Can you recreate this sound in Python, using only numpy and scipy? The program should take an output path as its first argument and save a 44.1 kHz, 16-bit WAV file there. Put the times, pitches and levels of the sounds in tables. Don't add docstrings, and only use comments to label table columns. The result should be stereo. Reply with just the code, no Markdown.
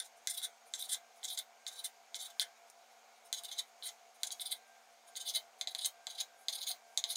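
import sys
import numpy as np
from scipy import signal
from scipy.io import wavfile
from scipy.ndimage import uniform_filter1d

SR = 44100
rng = np.random.default_rng(int(sys.argv[2]) if len(sys.argv) > 2 else 0)


def file_out(sig):
    cols = np.atleast_2d(sig).T
    lim = np.clip(cols, -1, 1)
    pcm = np.round(lim * 32767).astype(np.int16)
    wavfile.write(sys.argv[1], SR, pcm)


def invert_db(x):
    u = np.asarray(x, float) / 20
    return 10 ** u


N = 315753


def evened(x):
    return x / np.sqrt(np.mean(x ** 2) + 1e-20)


def read(points, hz):
    f, value = np.transpose(points)
    return np.interp(np.log(hz + 1), np.log(f + 1), value)


def slow(rate, count):
    knots = rng.standard_normal((count, 300))
    return np.array([np.interp(np.arange(N) / SR * rate, np.arange(300), row) for row in knots])


# pitch in Hz, strength in dB per Hz.
AIR = [(30, 3), (100, -22.5), (173, -40.5), (220, -32.5), (280, -29), (613, -10.5), (684, -10),
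       (1260, -14.5), (1570, -14.5), (1820, -18.5), (4270, -19.5), (6600, -19.5), (9990, -29.5),
       (12500, -31), (15100, -32.5), (16500, -42)]
# pitch in Hz, likeness up to 1.
AIR_SAME = [(60, 0.99), (180, 0.17), (550, 0.78), (1650, 0.72), (3000, 0.7), (4970, 0.46), (7000, 0.5),
            (10000, 0.53), (15000, 0.6)]
# pitch in Hz, width in Hz, level in dB rms.
CASING = [(755.6, 13, -71.5), (467, 16, -81.5), (890, 26, -80), (2244, 180, -74.5), (6570, 220, -76.5)]


def air():
    air_db, stir_s, stir_low_db, stir_high_db = -64.5, 0.055, 1.5, 8
    frames, hz = N // 256 + 5, np.fft.rfftfreq(1024, 1 / SR)
    a, b, c, d, patches = rng.standard_normal((frames, 513, 5)).T
    patches = evened(uniform_filter1d(uniform_filter1d(patches, 14, 0), 10, 1))
    same, left = np.clip(read(AIR_SAME, hz), -1, 1)[:, None], a + 1j * b
    right = same * left + np.sqrt(1 - same ** 2) * (c + 1j * d)
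    power = invert_db(read(AIR, hz)) ** 2
    power = power / power[hz > 900].sum() * invert_db(air_db) ** 2
    power = power / (1 + (190 / (hz + 1)) ** 6)
    for f, width, db in CASING:
        peak = np.exp(-((hz - f) / width) ** 2)
        power = power + invert_db(db) ** 2 * peak / peak.sum()
    t = np.arange(frames) * 256 / SR
    stir = np.minimum(sum(np.exp(-((t - row[0]) / stir_s) ** 2) for row in SAWS + FLICKS), 1)
    high = np.clip((hz[:, None] - 4000) / 5000, 0, 1)
    drift_db = ((1 - high) * stir_low_db + high * stir_high_db) * stir
    z = np.array([left, right]) * np.sqrt(power)[:, None] * invert_db(1.1 * patches + drift_db)
    wash = signal.istft(z, nperseg=1024, noverlap=768)[1][:, :N]
    return evened(wash) * np.sqrt(power.sum()) * invert_db(0.11)


# pitch in Hz, share that throbs from 0 to 1.
HUM = [(60.25, 1), (228.92, 0), (238.28, 0), (689.8, 1), (749.7, 0), (1429.7, 0)]
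HUM_DB = [-103, -87.5, -96.5, -66.5, -71.5, -82]
HUM_WAVER_DB = np.array([3, 1, 1, 1.3, 2.5, 1.5])
# time in seconds, gain of the throb in dB.
LOAD = [(0, -2), (.15, 2.5), (.7, -3), (1.4, 0), (2.2, 0.5), (3.1, -1.5), (3.42, 5), (3.7, -1.5), (3.92, 3),
        (4.6, -2.5), (5.1, 1.5), (5.42, 4), (5.6, -3), (5.9, 3), (6.4, -0.5), (7.05, 1), (7.16, 11)]
# time in seconds, beats ahead of steady.
THROB_LEAD = [(0, 0), (1.4, -.1), (1.9, -.02), (4.2, .64), (5.3, .36), (7.16, -.38)]
# middle in seconds, half length in seconds, level in dB rms.
WHINE = [
    (0.0, 0.21, -82),
    (1.044, 0.1, -80),
    (1.726, 0.2, -78),
    (2.385, 0.17, -78),
    (4.69, 0.13, -76.5),
    (5.173, 0.1, -78),
    (6.45, 0.75, -79),
]


def compressor():
    throb_per_s, whine_hz = 6, 1582.4
    t = np.arange(N) / SR
    beats = throb_per_s * t + np.interp(t, *np.transpose(THROB_LEAD))
    throb = invert_db(np.interp(t, *np.transpose(LOAD))) * np.sqrt(2) * np.cos(np.pi * beats)
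    wavers = np.array(HUM_WAVER_DB)[:, None] * slow(4.05, count=len(HUM))
    hum = 0
    for (hz, share), db, waver in zip(HUM, HUM_DB, wavers):
        hum = hum + invert_db(db + 0.65 + waver) * (1 - share + share * throb) * np.sin(2 * np.pi * hz * t)
    swells = sum(invert_db(db + 7.5) * np.exp(-((t - s) / half) ** 4) for s, half, db in WHINE)
    whine = swells * np.sin(2 * np.pi * whine_hz * t)
    return hum + whine * invert_db(2.6 * slow(13, count=1)[0])


# time in seconds, level in dB, swell in ms, fade in ms,
# steel against board in dB.
FLICKS = [(0.0, -31.5, 19, 4.5, -5), (0.022, -46, 2, 2.7, -10), (0.444, -36, 13, 9.3, -3),
          (.901, -43.5, 9.3, 19, 0), (.932, -34, 12, 8.2, -2), (1.38, -33, 4.6, 11.6, -7),
          (1.85, -36, 5.9, 9.6, -1), (2.265, -45.5, 19, 3.9, -2), (2.427, -36.5, 9.8, 3.2, -7.5),
          (.87, -67, 12, 10, 4), (3.591, -32, 6, 5.9, -5), (3.866, -41, 12, 9, -2),
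          (3.89, -43, 12, 3.3, -7.5), (4.524, -32.5, 7.7, 2.9, -2.5), (5.357, -32.5, 11, 8.6, -5.5),
          (5.374, -35, 15, 3.2, -7.5), (5.86, -26, 4.6, 1.6, 0.5), (6.183, -42, 4.7, 11, -10),
          (6.208, -34, 7.9, 3.9, -8), (6.675, -35.5, 8.4, 9.6, -9), (6.71, -38, 19, 5.1, -1),
          (7.126, -40.5, 7.9, 7.4, -4), (7.159, -27.5, 3.1, 32, -8.5)]
FLICK_BLADE_DB = [-7.5, 0, -4, -4, -3, -2, 0, -3, -5, 0, 4, -6, 9, -12, 0, -4, 3, 2, 7.5, 12, -11, 3, 9]
FLICK_THUD_DB = [0, 0, 0, 0, 1, 0, 2, 0, 2, 0, 0.65, 1, 1.2, -0.48, -1, -1, -1, 0, -0.17, 0, 0.23, 0, 0]
# time in seconds, level in dB,
# swell and fade in ms, steel against board in dB.
GRAZES = [(0.054, -55, 9.4, 2), (.178, -70, 10, 9), (.4, -97, 6.5, -18), (.675, -67, 11, 18),
          (1.169, -68, 16, 12), (1.772, -50, 16, -3), (2.304, -51, 4.1, -4.5), (2.57, -72, 8, -6),
          (2.68, -69, 10, -2), (2.92, -73, 8.9, 11), (3.17, -73.5, 13, 3), (3.263, -61.5, 10, 4),
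          (3.569, -52, 11, -7), (3.68, -69, 11, 6), (4.155, -65, 8.2, 2), (4.502, -49, 11, -14),
          (4.556, -56, 12, -3), (4.68, -76, 8.7, 17), (4.93, -77, 9.2, 6), (5.084, -61.5, 9, 2.5),
          (4.218, -69, 19, -2), (5.595, -63, 7.5, 0), (6.135, -59, 7.5, -5), (5.714, -48.5, 6.5, -2),
          (5.834, -44, 15, -7), (6.155, -48, 4.9, -7), (6.41, -68, 22, 24), (6.585, -41, 5.8, -9),
          (6.93, -72, 49, 4), (7.085, -48, 12, -8), (5.165, -43, 3.4, -10), (.896, -39.5, 3, -8)]
# time in seconds, level in dB, swell in ms, steel against board in dB,
# extra blade ring in dB.
SAWS = [(0.307, -37, 9.2, 0.5, -0.5), (0.346, -40.5, 7.3, 0, -3), (0.382, -37, 8.4, -1, -11),
        (0.392, -46, 2.3, -4, -6), (.401, -43.5, 2.5, -9, 3), (0.786, -46, 7, -8, 8),
        (.8, -38.5, 7, -2.5, -0.5), (0.814, -40, 5, 2, -4), (0.825, -36.5, 2.9, -3, -15),
        (0.848, -45, 14.5, -3.5, -3), (1.286, -41.5, 7.4, -1, 5), (1.307, -37, 9.7, -5, -10),
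        (1.327, -40.5, 12, -1.5, -9), (1.349, -44.5, 6.5, -5, 0), (1.73, -50.5, 14, -3.5, 1),
        (1.797, -45.5, 9.2, -2, -4), (2.208, -41, 13, -6, 7.5), (2.229, -41, 8.5, -3.5, -10),
        (3.383, -42, 16, -4, 5), (3.451, -40, 8.2, -3.5, -3.5), (3.488, -45, 4.7, -7, -4),
        (3.526, -42, 11, -6, 5), (4.272, -37, 4, -1.5, 10.5), (4.323, -35.5, 6.4, -4, 6.5),
        (4.416, -39, 9.6, -2, -6), (4.467, -37.5, 9.7, -6, -8), (5.213, -41, 9, -3, 6),
        (5.232, -48.5, 8, -9, 6), (5.274, -36.5, 11.5, -7, -10), (5.298, -34.5, 12, -3.5, 5),
        (5.788, -39.5, 5.1, -4.5, -10), (5.816, -38.5, 6.4, -8, -5), (6.109, -44, 13, -8.5, 7),
        (6.534, -36, 8.4, -8, 3), (6.556, -35.5, 6.8, -4, -8), (6.617, -44, 9.8, -2.5, -12),
        (6.636, -38, 8.7, -5.5, 4), (6.69, -40, 11, 1, -6), (7.107, -34.5, 10.8, -4.5, -10)]


def drags():
    saw_fade_share, saw_thud_db = 0.64, -8
    skids = []
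    for s, _, tap_blade_db, _, db in TAPS:
        blade_db = 7 + 0.25 * tap_blade_db
        skids.append((s + 0.013, db, 5.5, 7.8, -4.5, blade_db, 0))
    saws = [(s, db, ms, saw_fade_share * ms, steel_db, blade_db, saw_thud_db)
            for s, db, ms, steel_db, blade_db in SAWS]
    flicks = [(*flick, blade_db, thud_db)
              for flick, blade_db, thud_db in zip(FLICKS, FLICK_BLADE_DB, FLICK_THUD_DB)]
    grazes = [(s, db, ms, ms, steel_db, 0, saw_thud_db) for s, db, ms, steel_db in GRAZES]
    return skids + saws + flicks + grazes


def slips():
    grit_per_s, grit_spread_db, judder_db = 8000, 1.5, 1.5
    t, power = np.arange(0, N, 32) / SR, 0
    for s, db, swell_ms, fade_ms, steel_db, blade_db, thud_db in drags():
        shape = np.exp(-((t - s) * 1000 / np.where(t < s, swell_ms, fade_ms)) ** 2)
        touch = max(tap[0] for tap in [(-1,)] + TAPS if tap[0] < s)
        shape = shape * ((t >= touch) | (s - touch > .03))
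        blade_db = steel_db - 1 + blade_db
        edge_db = 1.42 * steel_db
        thud_db = thud_db - 17.5 + 0.5 * (s - 3)
        share = invert_db(np.array([0, blade_db, edge_db, thud_db])) ** 2
        power = power + invert_db(db + 0.5) ** 2 * share[:, None] / share.sum() * shape
    pressure = np.array([np.interp(np.arange(N) / SR, t, row) for row in np.sqrt(power)])
    size = invert_db(grit_spread_db * np.minimum(rng.exponential(1, N), 4)) * (rng.random(N) < grit_per_s / SR)
    unsteady = rng.standard_normal(N) + 2.0 * rng.standard_normal((4, N))
    judder = invert_db(judder_db * evened(uniform_filter1d(unsteady, 130)))
    grit = size * judder * (rng.standard_normal(N) + 0.98 * rng.standard_normal((4, N)))
    return pressure * grit / np.sqrt(np.mean(grit ** 2))


# time in seconds, peak in dB, blade against board in dB,
# edge against board in dB, level of the skid that follows in dB.
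TAPS = [(0.2724, -23.5, 3, -1.5, -43), (0.7376, -27, 1.5, -14, -43), (1.2306, -35.5, -16, -10, -38.5),
        (1.666, -30, -2, -9, -39), (2.1444, -29.5, -5, -17, -38.5), (2.3967, -16.5, -16, -7.5, -38),
        (3.3278, -23, 0.5, -3.5, -39), (3.8246, -33, -36, -33, -44.5), (4.233, -21.5, 1.5, -3.5, -41.5),
        (5.1546, -37, -13, -20, -36.5), (5.6117, -25, 1.5, -10.5, -60), (5.673, -24, -3, -22, -45),
        (5.7491, -21, -9, -14.5, -54), (6.069, -23, -4, -16, -62), (6.484, -19.5, -6, -17.5, -43),
        (6.975, -22, 6.5, -8.5, -40), (7.0398, -20.5, -7, -14.5, -63)]
# time in seconds, peak in dB, blade against board in dB,
# edge against board in dB.
NICKS = [(0.417, -35, -8, -8), (0.3103, -41, -6, 3), (.918, -34, -8, -6), (0.9298, -33, -4, 2),
         (0.933, -39, 13, -6), (.946, -24.5, -3.5, -21), (1.2526, -32, 5.5, 0.5), (1.3751, -23.5, -22, -15),
         (1.38, -39, -15, -14), (1.389, -27, -16, 3.5), (2.4025, -49, -10, -12), (2.416, -23, -21, -6),
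         (3.5154, -29.5, -17, -15), (4.5165, -37, -23, -4), (4.5247, -28, -24, -8), (5.285, -28, -19, -15),
         (5.349, -31, 6, -10), (5.339, -34, -2, -10), (5.3645, -23, -17, -12), (5.852, -25, 3, -18),
         (5.8628, -30, -7, 7), (6.532, -32, -5, -12), (6.558, -38, -10, -2), (6.588, -46, -15, -10),
         (6.616, -30, -14, -10), (6.6737, -22, -7, -13), (6.715, -22.5, -6.5, -9), (7.0995, -40, -18, -14),
         (1.8442, -29, -18, -1), (2.7, -56.5, 13, 10), (3.436, -37, -3, 2), (4.3057, -28, -7, -30),
         (4.397, -30, -41, -21), (5.7922, -24, -15, -18), (5.8106, -40, -14, -11),
         (5.8469, -17.5, -2.5, -26), (6.2032, -24.5, -10, -24), (6.2094, -25.5, -13, -7)]


def taps():
    blows = []
    for s, db, blade_db, edge_db, _ in TAPS:
        thud_db = -12 - 0.18 * s - 0.3 * max(db + 31, 1)
        blows.append((s, db, blade_db, edge_db, thud_db))
    blows += [(*nick, -18.5) for nick in NICKS]
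    force = np.zeros((4, N + 64))
    for (s, db, *rest_db), chatter in zip(blows, rng.standard_normal((len(blows), 4, 64))):
        blow = 0.09 * chatter * np.exp(-np.arange(64) / 20)
        blow[:, 0] = 1
        force[:, round(s * SR):][:, :64] += blow * invert_db(db + 10.0 + np.array([0, *rest_db]))[:, None]
    return force[:, :N]


def crack(modes, contact_s, spread_s):
    t = np.arange(200) / SR
    lags = contact_s + spread_s * rng.standard_normal(len(modes))
    y = 0
    for (hz, width, db), lag in zip(modes, lags):
        y = y + invert_db(db) * np.sqrt(width) / hz ** 0.38 * np.cos(2 * np.pi * hz * (t - lag))
    y = y * t ** 2 * np.exp(-2 * t / contact_s)
    return y / np.linalg.norm(y)


def ring(force, modes, grip, bend):
    weight, out = np.sqrt(sum(invert_db(db) ** 2 * width for hz, width, db in modes)), 0
    for k, ((hz, width, db), hold, shift) in enumerate(zip(modes, grip, bend)):
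        r = np.exp(-np.pi * width / SR)
        turn = np.exp(2j * np.pi * np.cumsum(hz * (1 + shift) * np.ones(N)) / SR)
        gain = (-1) ** k * invert_db(db) * np.sqrt(width) / weight * np.sqrt(2 * (1 - r * r))
        swing = signal.lfilter([1], [1, -r], force * hold * turn.conj() + 1e-18)
        out = out + gain * (turn * swing).imag
    return out


def low_cut(x, hz, order):
    return signal.sosfilt(signal.butter(order, hz, "highpass", fs=SR, output="sos"), x)


def thumps(pushes, modes):
    force = np.zeros(N + 2000)
    for (s, db, push_ms), shake in zip(pushes, rng.standard_normal((len(pushes), 2000))):
        push = np.hanning(min(int(push_ms * SR / 500), 1999))
        force[round(s * SR) - len(push) // 3:][:len(push)] += invert_db(db + 15.5) * push * shake[:len(push)]
    return ring(force[:N], modes, np.ones(len(modes)), np.zeros(len(modes)))


# thud in dB, lowest board ring in dB,
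# lowest blade rings in dB.
SPOTS = [(0, -19, -2), (-1, -0.5, -3), (-2.5, 2, -4), (0, 0, -5), (2, 2.5, -7), (0, 5, 8.5), (1, 3, -4),
         (1, 7, 3), (2, 1, 1), (-2, 0.5, -2), (6, -1, 2), (3, -1, 1), (-3.5, -1, -2), (-2, 4, -9),
         (-0.5, -3.5, -10), (7, -4, -5), (-0.5, -5, -7)]
SPOT_EDGE_DB = [0, -0.5, -2, -1, -1.5, -1.5, -1, 1.5, 1, 0, 6, -2.5, 2, -1.5, -2, 1, -3]


def spots():
    cut = np.maximum(np.searchsorted([tap[0] - .01 for tap in TAPS], np.arange(N) / SR) - 1, 0)
    thud_db, board_db, blade_db = np.transpose(SPOTS)[:, cut]
    edge_db = np.take(SPOT_EDGE_DB, cut)

    def lowest(modes, count):
        return (np.arange(len(modes)) < count)[:, None]

    return (lowest(BOARD, count=1) * board_db, lowest(BLADE, count=2) * blade_db,
            lowest(EDGE, count=4) * edge_db, thud_db)


# pitch in Hz, width in Hz, level in dB.
BOARD = [(3075, 74, -5.5), (3534, 121, 1), (3721, 143, 2), (3833, 166, 5), (4166, 387, -6.5),
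         (4317, 90, -3.5), (4810, 390, -13)]
# pitch in Hz, width in Hz, level in dB.
BLADE = [(5280, 330, -6), (5920, 290, -2), (6316, 70, 8.5), (6605, 350, 9.5), (6560, 1900, 1),
         (7366, 560, 4), (6840, 230, -3.5)]
# pitch in Hz, width in Hz, level in dB.
EDGE = [(8870, 415, 4), (9260, 130, 5), (9274, 89, -2), (9525, 205, 4), (10390, 490, -0.5),
        (11430, 530, -4), (12250, 350, -4.5), (14700, 1500, -9), (15400, 180, -10.5), (16400, 1200, -23)]
# pitch in Hz, width in Hz, level in dB.
THUD = [(1424, 1200, -8.5), (1528, 110, 1), (2116, 79, 2.5), (1840, 340, -22.5)]
WALK_DB = [
    [7.5, -5, -6.5, -0.5, 7.5, 8, 4.5],
    [-23.5, -26.5, 3.5, 3, -3.5, -12.5, 13],
    [-0.5, -6.5, 3, 1.5, 4, -1, 2, 2.5, 11, -13],
    [2, -14, -7, -4],
]
GRIP_DB = [1.4, 1.8, 2.2, 2]
CRACK_DB = [-.5, -7, -6.5, -6]
WANDER = [0.017, 0.023, 0.014, .02]
# time in seconds, level in dB, push in ms.
THUMPS = [(.272, -77, 1.6), (.94, -87, 21), (1.39, -78, 22), (1.855, -85, 16.3), (2.41, -76, 24.4),
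          (3.328, -67, 3.8), (3.6, -91, 9.85), (4.234, -62, 4.3), (4.325, -74.5, 15), (4.525, -77, 14),
          (5.36, -68.5, 19.3), (5.613, -65, 4.3), (5.675, -63, 2.1), (5.751, -69.5, 4.4),
          (5.86, -69, 10.06), (6.071, -61, 3.66), (6.21, -71, 24), (6.485, -65, 4.1), (6.7, -69, 30),
          (6.977, -64, 4), (7.042, -62.5, 3.2)]
# pitch in Hz, width in Hz, level in dB.
COUNTER = [(440, 310, -9.5), (595, 176, -3), (710, 126, 8), (1060, 470, -3.5), (1106, 96, 1)]
# time in seconds, level in dB, push in ms.
KNOCKS = [
    (.945, -83, 8),
    (3.6, -77.5, 7.5),
    (5.865, -74, 8),
    (6.21, -77.5, 9.3),
    (6.7, -90, 15),
]
# pitch in Hz, width in Hz, level in dB.
ROCK = [(1040, 120, -1), (1164, 120, -2.5), (940, 160, -7)]


def knife():
    nick_crack_db = -7
    parts, landing = [], np.zeros(N)
    landing[(np.round(np.array(TAPS)[:, :1] * SR) + np.arange(64)).astype(int)] = 1
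    sharp = landing + (1 - landing) * invert_db(nick_crack_db)
    for blow, grit, modes, walk_db, grip_db, crack_db, spot_db, wander in zip(
            taps(), slips(), (BOARD, BLADE, EDGE, THUD), WALK_DB, GRIP_DB, CRACK_DB, spots(), WANDER):
        hand = slow(24, count=len(modes))
        walk = np.outer(walk_db, np.arange(N) / N - .5)
        grip = invert_db(grip_db * hand + 1.0 + walk + spot_db)
        cracks = signal.oaconvolve(blow * sharp, crack(modes, 0.00052, .00003))[:N]
        rings = ring(0.93 * blow + grit, modes, grip, wander * hand[:, ::-1])
        parts.append(invert_db(crack_db) * cracks + rings)
    bright = low_cut(sum(parts[:3]), 3030, order=6)
    thud = low_cut(parts[3], 1810, order=3)
    return bright + thud + low_cut(thumps(THUMPS, COUNTER) + thumps(KNOCKS, ROCK), 414, order=3)


# pitch in Hz, time to fade by 60 dB in seconds.
ROOM = [(1000, 0.25), (2000, 0.23), (3600, 0.099), (6000, 0.11), (10000, 0.081), (15000, 0.14)]
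ECHO_S = [.0028, .0058, .009]
ECHO_DB = [-9.5, -11.5, -16.5]


def kitchen(x):
    room_db = -4
    at = np.arange(160, 9000, 20) + rng.integers(0, 20, (6, 442))
    sparse = np.zeros((6, 9100))
    np.put_along_axis(sparse, at, rng.choice([-1., 1.], at.shape), 1)
    sparse = sparse[[0, 0, 1, 1]] + 0.2 * sparse[2:]
    hz, t, z = signal.stft(sparse, SR, nperseg=128)
    tail = signal.istft(z * invert_db(-60 * t / read(ROOM, hz)[:, None]), SR, nperseg=128)[1]
    answer = invert_db(room_db) * tail / np.linalg.norm(tail[0])
    answer[:, 0] += 1
    dull = .5 ** np.arange(1, 31)
    scatters = rng.standard_normal((len(ECHO_S), 4, 30)) * np.exp(-np.arange(30) / 8)
    for delay, db, scatter in zip(ECHO_S, ECHO_DB, scatters):
        bounce = dull + 0.19 * uniform_filter1d(scatter, size=2)
        answer[:, round(delay * SR):][:, :30] += invert_db(db) * bounce
    place = np.sin(np.pi * 1.7 * np.arange(N) / SR) ** 2
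    placed = x * np.array([place, place, 1 - place, 1 - place])
    heard = signal.oaconvolve(placed, answer, axes=1)[:, :N]
    return heard[:2] + heard[2:]


def scene():
    return kitchen(knife()) + air() + compressor()


def band_limit(x):
    return signal.sosfilt(signal.butter(12, 16990, fs=SR, output="sos"), x)


def record(dry):
    edge_hz, leak_db = 15850, -19
    lowpass = signal.firwin(301, edge_hz, window=("kaiser", 6), fs=SR)
    limited = signal.oaconvolve(dry, lowpass[None], "same")
    power = (dry ** 2).mean(0)
    jump = uniform_filter1d(power, size=128) / (uniform_filter1d(power, size=2048) + 1e-9)
    sharp = np.clip(jump / 4 - 1, 0, 1)
    mix = limited + invert_db(leak_db) * sharp * (dry - limited)
    return band_limit(mix)


dry = scene()
out = record(dry)
file_out(out)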